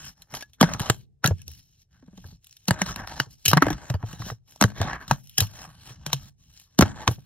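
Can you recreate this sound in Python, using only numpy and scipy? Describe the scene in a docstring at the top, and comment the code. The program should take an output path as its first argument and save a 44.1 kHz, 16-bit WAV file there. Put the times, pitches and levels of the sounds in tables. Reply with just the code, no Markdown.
"""Toy fingerboard on a boxed ledge

A toy fingerboard is slapped, rolled and ground on a plastic ledge on a cardboard box on a bed.
Each blow is a chatter of contacts ringing deck, ledge and axles; the hollow box booms as a sagging tone.
Wheels and fingers rub in between as noise through the same modes; the ledge pings and bearings whir.
Two microphone ports a finger apart hear it from one side, with near scatter, room and a faint floor."""
import sys
import numpy as np
from scipy import signal
from scipy.fft import rfft, irfft, next_fast_len
from scipy.io import wavfile
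from scipy.ndimage import uniform_filter1d, map_coordinates

SR = 44100
rng = np.random.default_rng(int(sys.argv[2]) if len(sys.argv) > 2 else 0)


def how_loud(loudness_db):
    """Turn decibels into a plain amplitude multiplier (0 dB gives 1, 20 dB gives 10)."""
    steps = np.asarray(loudness_db, float) / 20
    return 10 ** steps


def inscribe(sig):
    """Save sig as 16-bit PCM at rate SR to the path in sys.argv[1].

    A 1-D sig is mono; a 2-D sig holds one channel per row.
    Samples are clipped to [-1, 1] before scaling.
    """
    pcm = np.round(np.clip(np.atleast_2d(sig).T, -1, 1) * 32767)
    wavfile.write(sys.argv[1], SR, pcm.astype(np.int16))


N = 319725

# Blows, before colouring: (time [s], deck peak [dB], hardness = ledge above deck [dB], chatter t60 [s])
BLOWS = [(0.052, -66, 30, 0.0064), (0.22, -55.5, 19.5, 0.026), (0.339, -22.5, -7, 0.039),
         (0.349, -34.5, 7.5, 0.12), (0.369, -32, -2, 0.033), (0.408, -39, 4.5, 0.063),
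         (0.424, -31, 0, 0.029), (0.533, -68, 20.5, 0.083), (0.611, -3.5, -3.5, 0.034),
         (0.628, 1, -11, 0.044), (0.736, -25, 4, 0.002), (0.796, -22.5, -0.5, 0.01),
         (0.801, -23.5, 3, 0.017), (0.817, -27, -1.5, 0.019), (0.899, -5, -2.5, .015),
         (1.242, -6.5, -8.5, 0.088), (1.26, -25, 14, .015), (1.274, -25, 8.5, 0.015),
         (1.417, -69.5, 28.5, .018), (1.48, -57.5, 27.5, 0.005), (1.535, -79, 31, 0.017),
         (2.025, -53.5, -15, .012), (2.08, -62, -4, .023), (2.128, -63, -2, .015), (2.176, -46, 3, 0.012),
         (2.242, -42, -11.5, 0.018), (2.444, -72, 26.5, .015), (2.469, -64, 23, .019),
         (2.51, -75.5, 28.5, 0.0094), (2.567, -68.5, 26, 0.019), (2.682, -16.5, 2, 0.035),
         (2.708, -4.5, -7.5, 0.0093), (2.817, -7, -11.5, 0.018), (2.96, -27, 2, 0.012),
         (3.074, -24.5, -3.5, 0.0033), (3.165, -47.5, 9, 0.0081), (3.2, -7, -6.5, 0.017),
         (3.454, -28.5, 16, 0.017), (3.459, -30, 22, 0.026), (3.48, -38, 31, 0.067),
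         (3.501, -47, 25, 0.065), (3.514, -18.5, 3.5, 0.014), (3.532, 2, -11.5, 0.015),
         (3.571, -3.5, -11, .019), (3.577, -3.5, -22, 0.021), (3.622, -3, -11.5, 0.031),
         (3.667, -9, -18, 0.0087), (3.683, -14.5, -15.5, 0.024), (3.703, -18.5, -6.5, 0.057),
         (3.729, -28, -2.5, 0.023), (3.9, -22.5, -3, 0.0125), (3.94, -27, -9.5, 0.067),
         (4.028, -29, -22, 0.0073), (4.129, -37, 2, 0.036), (4.196, -54, -4, 0.012),
         (4.219, -31.5, -16, 0.038), (4.262, -37, -2, 0.021), (4.301, -21, -15.5, 0.0093),
         (4.56, -41, 0, 0.0082), (4.612, -5.5, -4, 0.0071), (4.624, -2.5, -4.5, 0.0055),
         (4.639, -6.5, -7, 0.009), (4.815, -12.5, -7.5, 0.019), (5.079, -37, 3.5, 0.039),
         (5.111, -2.5, -11, .015), (5.272, -67, 22.5, .012), (5.295, -72.5, 35, 0.017),
         (5.381, -19.5, 11, 0.026), (5.404, -25.5, 17, 0.03), (5.423, -29.5, 2.5, 0.09),
         (6.063, -21.5, 1, 0.037), (6.13, -19, 8, 0.026), (6.7892, -9, -2.5, 0.015),
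         (6.809, -4, -6.5, 0.039), (6.823, 2.5, -17.5, 0.024), (7.077, -3, -10.5, 0.014)]
# Box answering a blow or a press of the hand:
# (time [s], tone level [dB], final pitch [Hz], time to fall 48 dB before limiting [s])
BOX_BOOMS = [(0.329, -39, 133, 0.3), (0.614, -2, 218, 0.017), (0.632, -9, 162.6, 0.051),
             (0.747, -27, 121, 0.025), (0.806, -19.5, 116, 0.014), (0.898, -14.5, 118.5, 0.045),
             (0.989, -53, 149, 0.13), (1.249, -13.5, 129, 0.037), (1.279, -21, 152.6, 0.27),
             (1.306, -15, 94, 0.085), (1.476, -39, 77, 0.15), (2.027, -46, 251, 0.21),
             (2.08, -41.5, 177, 0.033), (2.131, -46, 190, 0.065), (2.178, -39.5, 180, 0.057),
             (2.246, -37, 86.6, 0.1), (2.323, -49, 170, 0.065), (2.684, -15, 178, 0.043),
             (2.71, -13, 120, 0.027), (2.818, -22, 184, 0.062), (2.961, -30.5, 210, 0.021),
             (3.203, -25, 133, 0.052), (3.268, -41.5, 114.2, 0.065), (3.459, -32, 136, 0.26),
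             (3.479, -23, 99, 0.19), (3.53, -11.5, 142, 0.062), (3.567, -10, 155.4, 0.064),
             (3.621, -14.5, 280, 0.1), (3.667, -20, 290, 0.17), (3.704, -20.5, 299.5, 0.092),
             (3.901, -17.5, 123.5, 0.065), (3.943, -17.5, 91.3, 0.058), (4.034, -23.5, 109, 0.075),
             (4.133, -33, 159, 0.035), (4.199, -28, 118, 0.068), (4.264, -31.5, 160, 0.031),
             (4.315, -27.5, 117, 0.064), (4.615, -14.5, 201, 0.14), (4.642, -10.5, 110.5, 0.051),
             (4.803, -17.5, 98.7, 0.091), (4.85, -27.5, 142, 0.024), (5.117, -17, 138, 0.048),
             (5.386, -25, 131, 0.25), (5.412, -18.5, 101, 0.1), (5.674, -42.5, 154, .1),
             (5.902, -41.5, 126, .1), (6.066, -32, 146, 0.32), (6.133, -25, 135, 0.13),
             (6.7926, -1, 184, 0.016), (6.811, -12, 110.5, 0.098), (6.824, -7.5, 103, 0.053),
             (7.083, -13.5, 108, 0.045), (7.108, -22, 110, 0.056), (7.181, -39, 136, 0.067)]
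# Modes of deck, ledge and axles, nominal: (centre [Hz], relative level [dB], t60 [s])
BODY_MODES = [(470, -4, .015), (615, 0, .015), (830, -2, .012), (1120, -4, .012), (1250, -6, .012),
              (1540, -4, .012), (1750, -8, .012), (2000, -8, .01), (2400, -8, .01), (2700, -2, .008),
              (3050, 0, .01), (3530, -4, .01), (3850, -4, .008), (4300, -4, .01), (4880, -7, .007),
              (5500, -5, .01), (6200, -7, .005), (7200, -6, .006), (8100, -6, .005), (9400, -6, .005),
              (10600, -2, .007), (12000, 0, .007), (13200, -2, .005), (14600, -3, .004), (15700, -6, .004)]
# Borders deck/ledge and ledge/axles: (border [Hz], border [Hz])
PART_BORDERS_HZ = (2200, 8500)
# Strokes of wheels and fingers:
# (start [s], end [s], deck level [dB], hardness = ledge above deck [dB], box shaking before smoothing [dB])
RUB_STROKES = [(0.0, 0.099, -55.5, 0, -52), (0.176, 0.227, -65, -4.5, -64), (0.32, 0.4, -49, -5.5, -54),
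               (0.466, 0.51, -81.5, 6.5, -63.5), (0.638, 0.748, -33, -16.5, -39.5),
               (0.81, 0.89, -36.5, -8.5, -46), (0.93, 1.014, -78, 10, -57.5),
               (1.37, 1.432, -70.5, 5.5, -62.5), (1.47, 1.6, -79.5, 15.5, -57.5),
               (1.6, 1.82, -93, 16.5, -71.5), (1.92, 2.16, -73.5, -4.5, -64), (2.17, 2.346, -72, 7, -53.5),
               (2.44, 2.6, -86, 15.5, -80.5), (2.62, 2.67, -77, 7.5, -73),
               (2.706, 2.789, -36.5, -23, -48.5), (2.794, 2.816, -37, -13, -53),
               (2.866, 2.918, -33, -12, -39.5), (2.98, 3.038, -37.5, -17.5, -45),
               (3.08, 3.205, -44.5, -9, -49), (3.313, 3.336, -74.5, 15, -57),
               (3.387, 3.452, -80, 12.5, -72.5), (3.64, 3.744, -39.5, -18, -33.5),
               (3.74, 3.92, -46, -13, -57.5), (4.002, 4.016, -55.5, -14.5, -49.5),
               (4.062, 4.165, -50.5, -4.5, -51.5), (4.197, 4.311, -50, -0.5, -47),
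               (4.481, 4.62, -67.5, 2, -70.5), (4.652, 4.715, -48.5, -13, -51),
               (4.77, 4.836, -37.5, -15.5, -49), (4.814, 4.955, -32.5, -20.5, -42.5),
               (5.006, 5.05, -48.5, -13.5, -55.5), (5.105, 5.117, -43, -3, -34.5),
               (5.17, 5.367, -92.5, 25, -78.5), (5.42, 5.446, -50.5, 5.5, -38.5),
               (5.5, 5.653, -49.5, -5, -55), (5.68, 5.799, -61.5, -3.5, -58.5),
               (5.817, 5.936, -54.5, -2.5, -57), (5.958, 6.06, -66, -5, -53),
               (6.08, 6.119, -54.5, -2.5, -51.5), (6.15, 6.282, -60.5, -0.5, -51.5),
               (6.403, 6.516, -73.5, 6, -61.5), (6.534, 6.631, -72.5, 11.5, -67),
               (6.68, 6.77, -71, -5, -76), (6.844, 6.909, -40, -14, -44.5), (6.963, 7.04, -38, -16.5, -51),
               (7.1, 7.139, -60, 9.5, -49.5), (7.175, 7.247, -72.5, 3, -64.5)]
# Box under rolling wheels: (centre [Hz], width of each of two passes [Hz], relative level [dB])
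BOX_RUMBLE = [(81, 19, -1), (138.9, 190, 5.5), (270, 130, -13.5)]
# Ledge let go, ringing freely: (time [s], level at onset before the attack ramp [dB])
LEDGE_PINGS = [(0.4269, -38.5), (1.2614, -26), (1.2753, -28), (1.3938, -59.5), (3.458, -34.5),
               (5.3864, -31)]
# Wheels spinning free after the board flies off: (time [s], level [dB])
FREE_SPIN = [(1.491, -70), (1.62, -84), (1.78, -94), (1.86, -99)]
# Bearing resonances: (centre [Hz], width [Hz], relative level [dB])
BEARING_BANDS = [(3050, 200, -5.5), (3850, 180, -0.5), (5400, 220, 3)]
# Colour of the housing at the ports: (frequency [Hz], gain [dB])
HOUSING_COLOUR = [(250, 4), (450, -12.5), (630, -3.5), (1000, 2.5), (1700, 0), (2400, -4.5), (3200, 3),
                  (4300, 3), (5400, 8), (6400, 13), (7600, 5.5), (8800, 2), (10500, 1.5), (13000, 0.5),
                  (16000, -4)]
# Phase by which the left port leads: (frequency [Hz], lead [rad])
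LEFT_LEAD = [(60, .3), (260, .5), (520, -.5), (1290, .5), (1800, .1), (2500, 1.1), (3600, 1.1), (5100, 2.3),
             (8300, 3.4), (10000, 5.0), (11900, 5.9), (16400, 6.3)]
# Room decay: (frequency [Hz], t60 [s])
ROOM_DECAY = [(100, 0.8), (500, 0.059), (2000, 0.05), (8000, 0.14), (16000, 0.027)]
# Shape of room and preamp noise: (frequency [Hz], relative density [dB per Hz])
FLOOR_SHAPE = [(15, -29), (25, -1.5), (134, -3.5), (236, -34.5), (384, -26.5), (575, -34.5), (796, -32.5),
               (863, -47), (7510, -48.5), (16000, -60.5)]

RING_SHARE = 0.8  # of the nominal t60, left under the fingers at a blow
BLOW_AXLE_DB, BLOW_AXLE_SLOPE = -4.5, 1.15  # axles above deck = this + slope x hardness
RUB_AXLE_DB, RUB_AXLE_SLOPE = -5.5, 1.3  # likewise for strokes
RISE_DB_PER_S, FALL_DB_PER_S = 700, 504  # before the start and after the end of a stroke
SWELL_DB = 1.5  # middle of a stroke above its ends
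SHAKE_S = 0.034  # the box follows the hand sluggishly
GRAZE_DB, GRAZE_DB_PER_S = -24.5, 2498  # re blow; rise towards it
RATTLE_DB, RATTLE_T60_S = -32.5, 0.17  # re blow; loose parts after it
PING_HZ, PING_T60_S = 1692, 0.085
ROLL_DB, ROLL_DRIFT_DB = -17, 6  # bearings re ledge strokes; drift of each band
NEAR_DB, NEAR_T60_S = -9, 0.028
ROOM_DB, FLOOR_DB = -25.5, -67
BAND_LIMIT_HZ = 15900


def clacks():
    """A burst of tiny contacts rings every mode; each blow excites the modes in different shares."""
    out = np.zeros(N)
    t = np.arange(4096) / SR
    hz, db, t60_s = np.transpose(BODY_MODES)
    part = np.searchsorted(PART_BORDERS_HZ, hz)
    spots = rng.standard_normal((len(BLOWS), 2, len(BODY_MODES)))
    contacts = rng.standard_normal((len(BLOWS), 3, len(t))) ** 3  # cubed: sparse peaks
    first_touch = 1 + 2.5 * np.exp(-t / 0.0008)  # the hardest
    attack = np.minimum(t / 0.0004, 1)
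    for (s, deck_db, hardness_db, chatter_s), (louder, higher), forces in zip(BLOWS, spots, contacts):
        pitch_hz = hz * (1 + 0.045 * higher)
        decay_db = -60 * t[:, None] / (RING_SHARE * t60_s)
        modes = how_loud(db + 4.5 * louder + decay_db) * np.sin(2 * np.pi * pitch_hz * t[:, None])
        chatter = first_touch * how_loud(-60 * t / chatter_s) * attack
        for k, level_db in enumerate(blow_parts_db(deck_db, hardness_db)):
            response = modes[:, part == k].sum(1)
            struck = signal.fftconvolve(forces[k] * chatter, response)[:len(t)]
            sound = own_band(struck, k)
            add(out, s, how_loud(level_db) * sound / abs(sound).max())
    return out


def booms():
    """The lid swells, tight and high at first, then sags to its own pitch; loose cardboard thuds roughly."""
    out = np.zeros(N)
    t = np.arange(SR // 3) / SR
    flap_noise = rng.standard_normal((len(BOX_BOOMS), len(t)))
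    flaps = signal.sosfilt(signal.butter(2, (110, 600), "band", fs=SR, output="sos"), flap_noise)
    for (s, db, hz, fall_s), flap in zip(BOX_BOOMS, flaps):
        turns = np.cumsum(hz * (1 + 0.5 * np.exp(-t / 0.0021))) / SR
        life_s = np.clip(fall_s, 0.02, 16 / hz)  # soft cardboard: at most 16 cycles
        decay = how_loud(-30 * (t / life_s) - 18 * (t / life_s) ** 2)
        envelope = (1 - np.exp(-t * hz / 0.4)) * decay
        thud = 0.4 * evened(flap) * how_loud(-60 * t / 0.06)
        lid = np.sin(2 * np.pi * turns) + thud
        add(out, s, -how_loud(db) * lid * envelope / envelope.max())
    return out


def rubbing(strength):
    """Dense grit under wheels and fingers feeds the same modes, whose shares drift as the contact moves."""
    uneven = how_loud(3.0 * wander(0.005, count=1)[0])
    uneven = uneven * how_loud(1.5 * wander(0.025, count=1)[0])
    grit = uneven * rng.standard_normal((3, N)) * how_loud(3.0 * rng.exponential(1, N))
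    parts = np.zeros((3, N))
    for (hz, db, t60_s), drift in zip(BODY_MODES, wander(0.12, count=len(BODY_MODES))):
        k = np.searchsorted(PART_BORDERS_HZ, hz)
        width_hz = (1 + k) * 2.2 / t60_s  # fingers damp the upper parts more
        parts[k] += how_loud(db + 4.5 * drift) * evened(ring(grit[k], hz, width_hz))
    shake = rng.standard_normal(N)
    box = sum(how_loud(db) * ring(ring(shake, hz, width_hz), hz, width_hz) for hz, width_hz, db in BOX_RUMBLE)
    box = strength[3] * evened(box)
    return box + sum(strength[k] * evened(own_band(parts[k], k)) for k in range(3))


def contact():
    """Strength in deck, ledge, axles, box: strokes rise, swell, fall; blows add graze and rattle."""
    t = np.arange(0, N + 64, 64) / SR
    power = np.zeros((4, len(t)))
    for start, end, deck_db, hardness_db, box_db in RUB_STROKES:
        edge_db = -RISE_DB_PER_S * np.maximum(start - t, 0) - FALL_DB_PER_S * np.maximum(t - end, 0)
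        progress = np.clip((t - start) / (end - start), 0, 1)
        edge_db = edge_db + SWELL_DB * (np.sin(np.pi * progress) - 1)
        axle_db = deck_db + RUB_AXLE_DB + RUB_AXLE_SLOPE * hardness_db
        levels_db = np.array([deck_db, deck_db + hardness_db, axle_db, box_db])
        power += how_loud(2 * (levels_db[:, None] + edge_db))
    power[3] = abs(uniform_filter1d(power[3], round(SHAKE_S / t[1])))
    for s, deck_db, hardness_db, _ in BLOWS:
        away_s = abs(t - s)
        rattle_db = RATTLE_DB - 60 * away_s / RATTLE_T60_S
        graze_db = GRAZE_DB - GRAZE_DB_PER_S * away_s
        around_db = np.where(t > s, rattle_db, graze_db)
        power[:3] += how_loud(2 * (blow_parts_db(deck_db, hardness_db)[:, None] + around_db))
    return [np.interp(np.arange(N) / SR, t, np.sqrt(row)) for row in power]


def pings():
    """One lightly damped mode of the ledge."""
    out = np.zeros(N)
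    t = np.arange(SR // 4) / SR
    tone = np.minimum(t / 0.0017, 1) * np.sin(2 * np.pi * PING_HZ * t)
    for s, db in LEDGE_PINGS:
        add(out, s, how_loud(db - 60 * t / PING_T60_S) * tone)
    return out


def spin(rolling):
    """Bearing noise through a few narrow resonances, from free wheels and from rolling ones."""
    noise = rng.standard_normal(N)
    free = how_loud(np.interp(np.arange(N) / SR, *np.transpose(FREE_SPIN), left=-120, right=-120))
    out = np.zeros(N)
    for (hz, width_hz, db), drift in zip(BEARING_BANDS, wander(0.2, count=len(BEARING_BANDS))):
        strength = free + how_loud(ROLL_DB + ROLL_DRIFT_DB * drift) * rolling
        out += how_loud(db) * evened(ring(noise, hz, width_hz)) * strength
    return out


def coloured(x):
    """The housing in front of the ports lifts some bands and shades others."""
    size = next_fast_len(N + 2048)
    gain = how_loud(read(HOUSING_COLOUR, np.fft.rfftfreq(size, 1 / SR)))
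    return irfft(rfft(x, size) * gain, size)[:N]


def ports(x):
    """The left port is nearer: each side takes half the phase lead; a slow random shift is the toy moving."""
    size = next_fast_len(N + 2048)
    half_lead = np.exp(0.5j * read(LEFT_LEAD, np.fft.rfftfreq(size, 1 / SR)))
    pair = irfft(rfft(x, size) * np.array([half_lead, 1 / half_lead]), size)[:, :N]
    left, right = pair * how_loud([[0.3], [-0.3]])
    shift = 0.13 * wander(0.25, count=1)[0]  # samples
    return np.array([map_coordinates(side, [np.arange(N) + sign * shift], order=5)
                     for side, sign in ((left, 1), (right, -1))])


def near(x):
    """Dense short scatter from hand, box and bedding, different at each port."""
    t = np.arange(2048) / SR
    tail = rng.standard_normal((2, len(t))) * how_loud(-60 * t / NEAR_T60_S) * (t > 0.0004)
    tail = signal.sosfilt(signal.butter(1, (900, 8000), "band", fs=SR, output="sos"), tail)
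    return signal.fftconvolve(x[None], tail / np.linalg.norm(tail[0]), axes=1)[:, :N]


def room(x):
    """Sparse taps of random sign, each band dying at its own speed among bedding and walls."""
    taps = np.zeros((2, SR // 2))
    slots = np.arange(200, SR // 2 - 20, 20)
    at = slots + rng.integers(0, 20, (2, len(slots)))
    np.put_along_axis(taps, at, rng.choice([-1., 1.], at.shape), 1)
    hz, t, bands = signal.stft(taps, SR, nperseg=256)
    decay = how_loud(-60 * t / read(ROOM_DECAY, hz)[:, None])
    tail = signal.istft(bands * decay, SR, nperseg=256)[1]
    # the mattress swallows the bass
    x = signal.sosfilt(signal.butter(1, 180, "high", fs=SR, output="sos"), x)
    return signal.fftconvolve(x[None], tail / np.linalg.norm(tail[0]), axes=1)[:, :N]


def floor():
    """Faint steady noise of room and preamp, alike in both ports only in the bass."""
    hz = np.fft.rfftfreq(N, 1 / SR)
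    left, other = rfft(rng.standard_normal((2, N)))
    same = np.clip(2.3 / (1 + (hz / 200) ** 2), 0, 1)
    pair = np.array([left, same * left + np.sqrt(1 - same ** 2) * other])
    return how_loud(FLOOR_DB) * evened(irfft(pair * how_loud(read(FLOOR_SHAPE, hz)), N))


def blow_parts_db(deck_db, hardness_db):
    """Peak levels of deck, ledge and axles: harder blows favour the upper parts."""
    axle_db = deck_db + BLOW_AXLE_DB + BLOW_AXLE_SLOPE * hardness_db
    return np.array([deck_db, deck_db + hardness_db, axle_db])


def own_band(x, part):
    """Deck, ledge and axles radiate little outside their own ranges."""
    band_hz = ((340, 2800), (2300, 8500), (8000, 18000))[part]
    return signal.sosfilt(signal.butter(2, band_hz, "band", fs=SR, output="sos"), x)


def ring(force, hz, width_hz):
    """One damped resonance with gain near 1 at its centre."""
    r = np.exp(-np.pi * width_hz / SR)
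    pole = r * np.exp(2j * np.pi * hz / SR)
    return 2 * (1 - r) * signal.lfilter([1], [1, -pole], force).imag


def wander(seconds, count):
    """Slow random curves of rms about 1: noise averaged over the given time."""
    noise = rng.standard_normal((count, N // 64 + 2))
    steps = uniform_filter1d(noise, round(seconds * SR / 64), axis=1)
    return [np.interp(np.arange(N) / 64, np.arange(len(row)), evened(row)) for row in steps]


def evened(x):
    """Scales to rms 1."""
    return x / np.sqrt(np.mean(x ** 2) + 1e-20)


def read(points, hz):
    """Reads a spectrum table on a log-frequency axis."""
    f, value = np.transpose(points)
    return np.interp(np.log(hz + 1), np.log(f + 1), value)


def add(mix, s, sound):
    """Mixes a sound in at s seconds."""
    part = mix[round(s * SR):][:len(sound)]
    part += sound[:len(part)]


def scene():
    """Toy and box at the two ports, with scatter, room and floor."""
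    strength = contact()
    board = clacks() + rubbing(strength) + pings() + spin(strength[1])
    toy = coloured(board) + booms()
    return ports(toy) + how_loud(NEAR_DB) * near(toy) + how_loud(ROOM_DB) * room(toy) + floor()


def band_limit(x):
    """A steep low-pass at the top of the band."""
    return signal.sosfilt(signal.butter(12, 16820, fs=SR, output="sos"), x)


def record(dry):
    """Bass cut, soft overload, band limit."""
    cut = signal.sosfilt(signal.butter(2, 40, "high", fs=SR, output="sos"), dry)
    soft = 1.1 * np.tanh(cut / 1.05)
    lowpass = signal.firwin(101, BAND_LIMIT_HZ, window=("kaiser", 6), fs=SR)
    mix = signal.oaconvolve(soft, lowpass[None], "same")
    return band_limit(mix)


dry = scene()
out = record(dry)
inscribe(out)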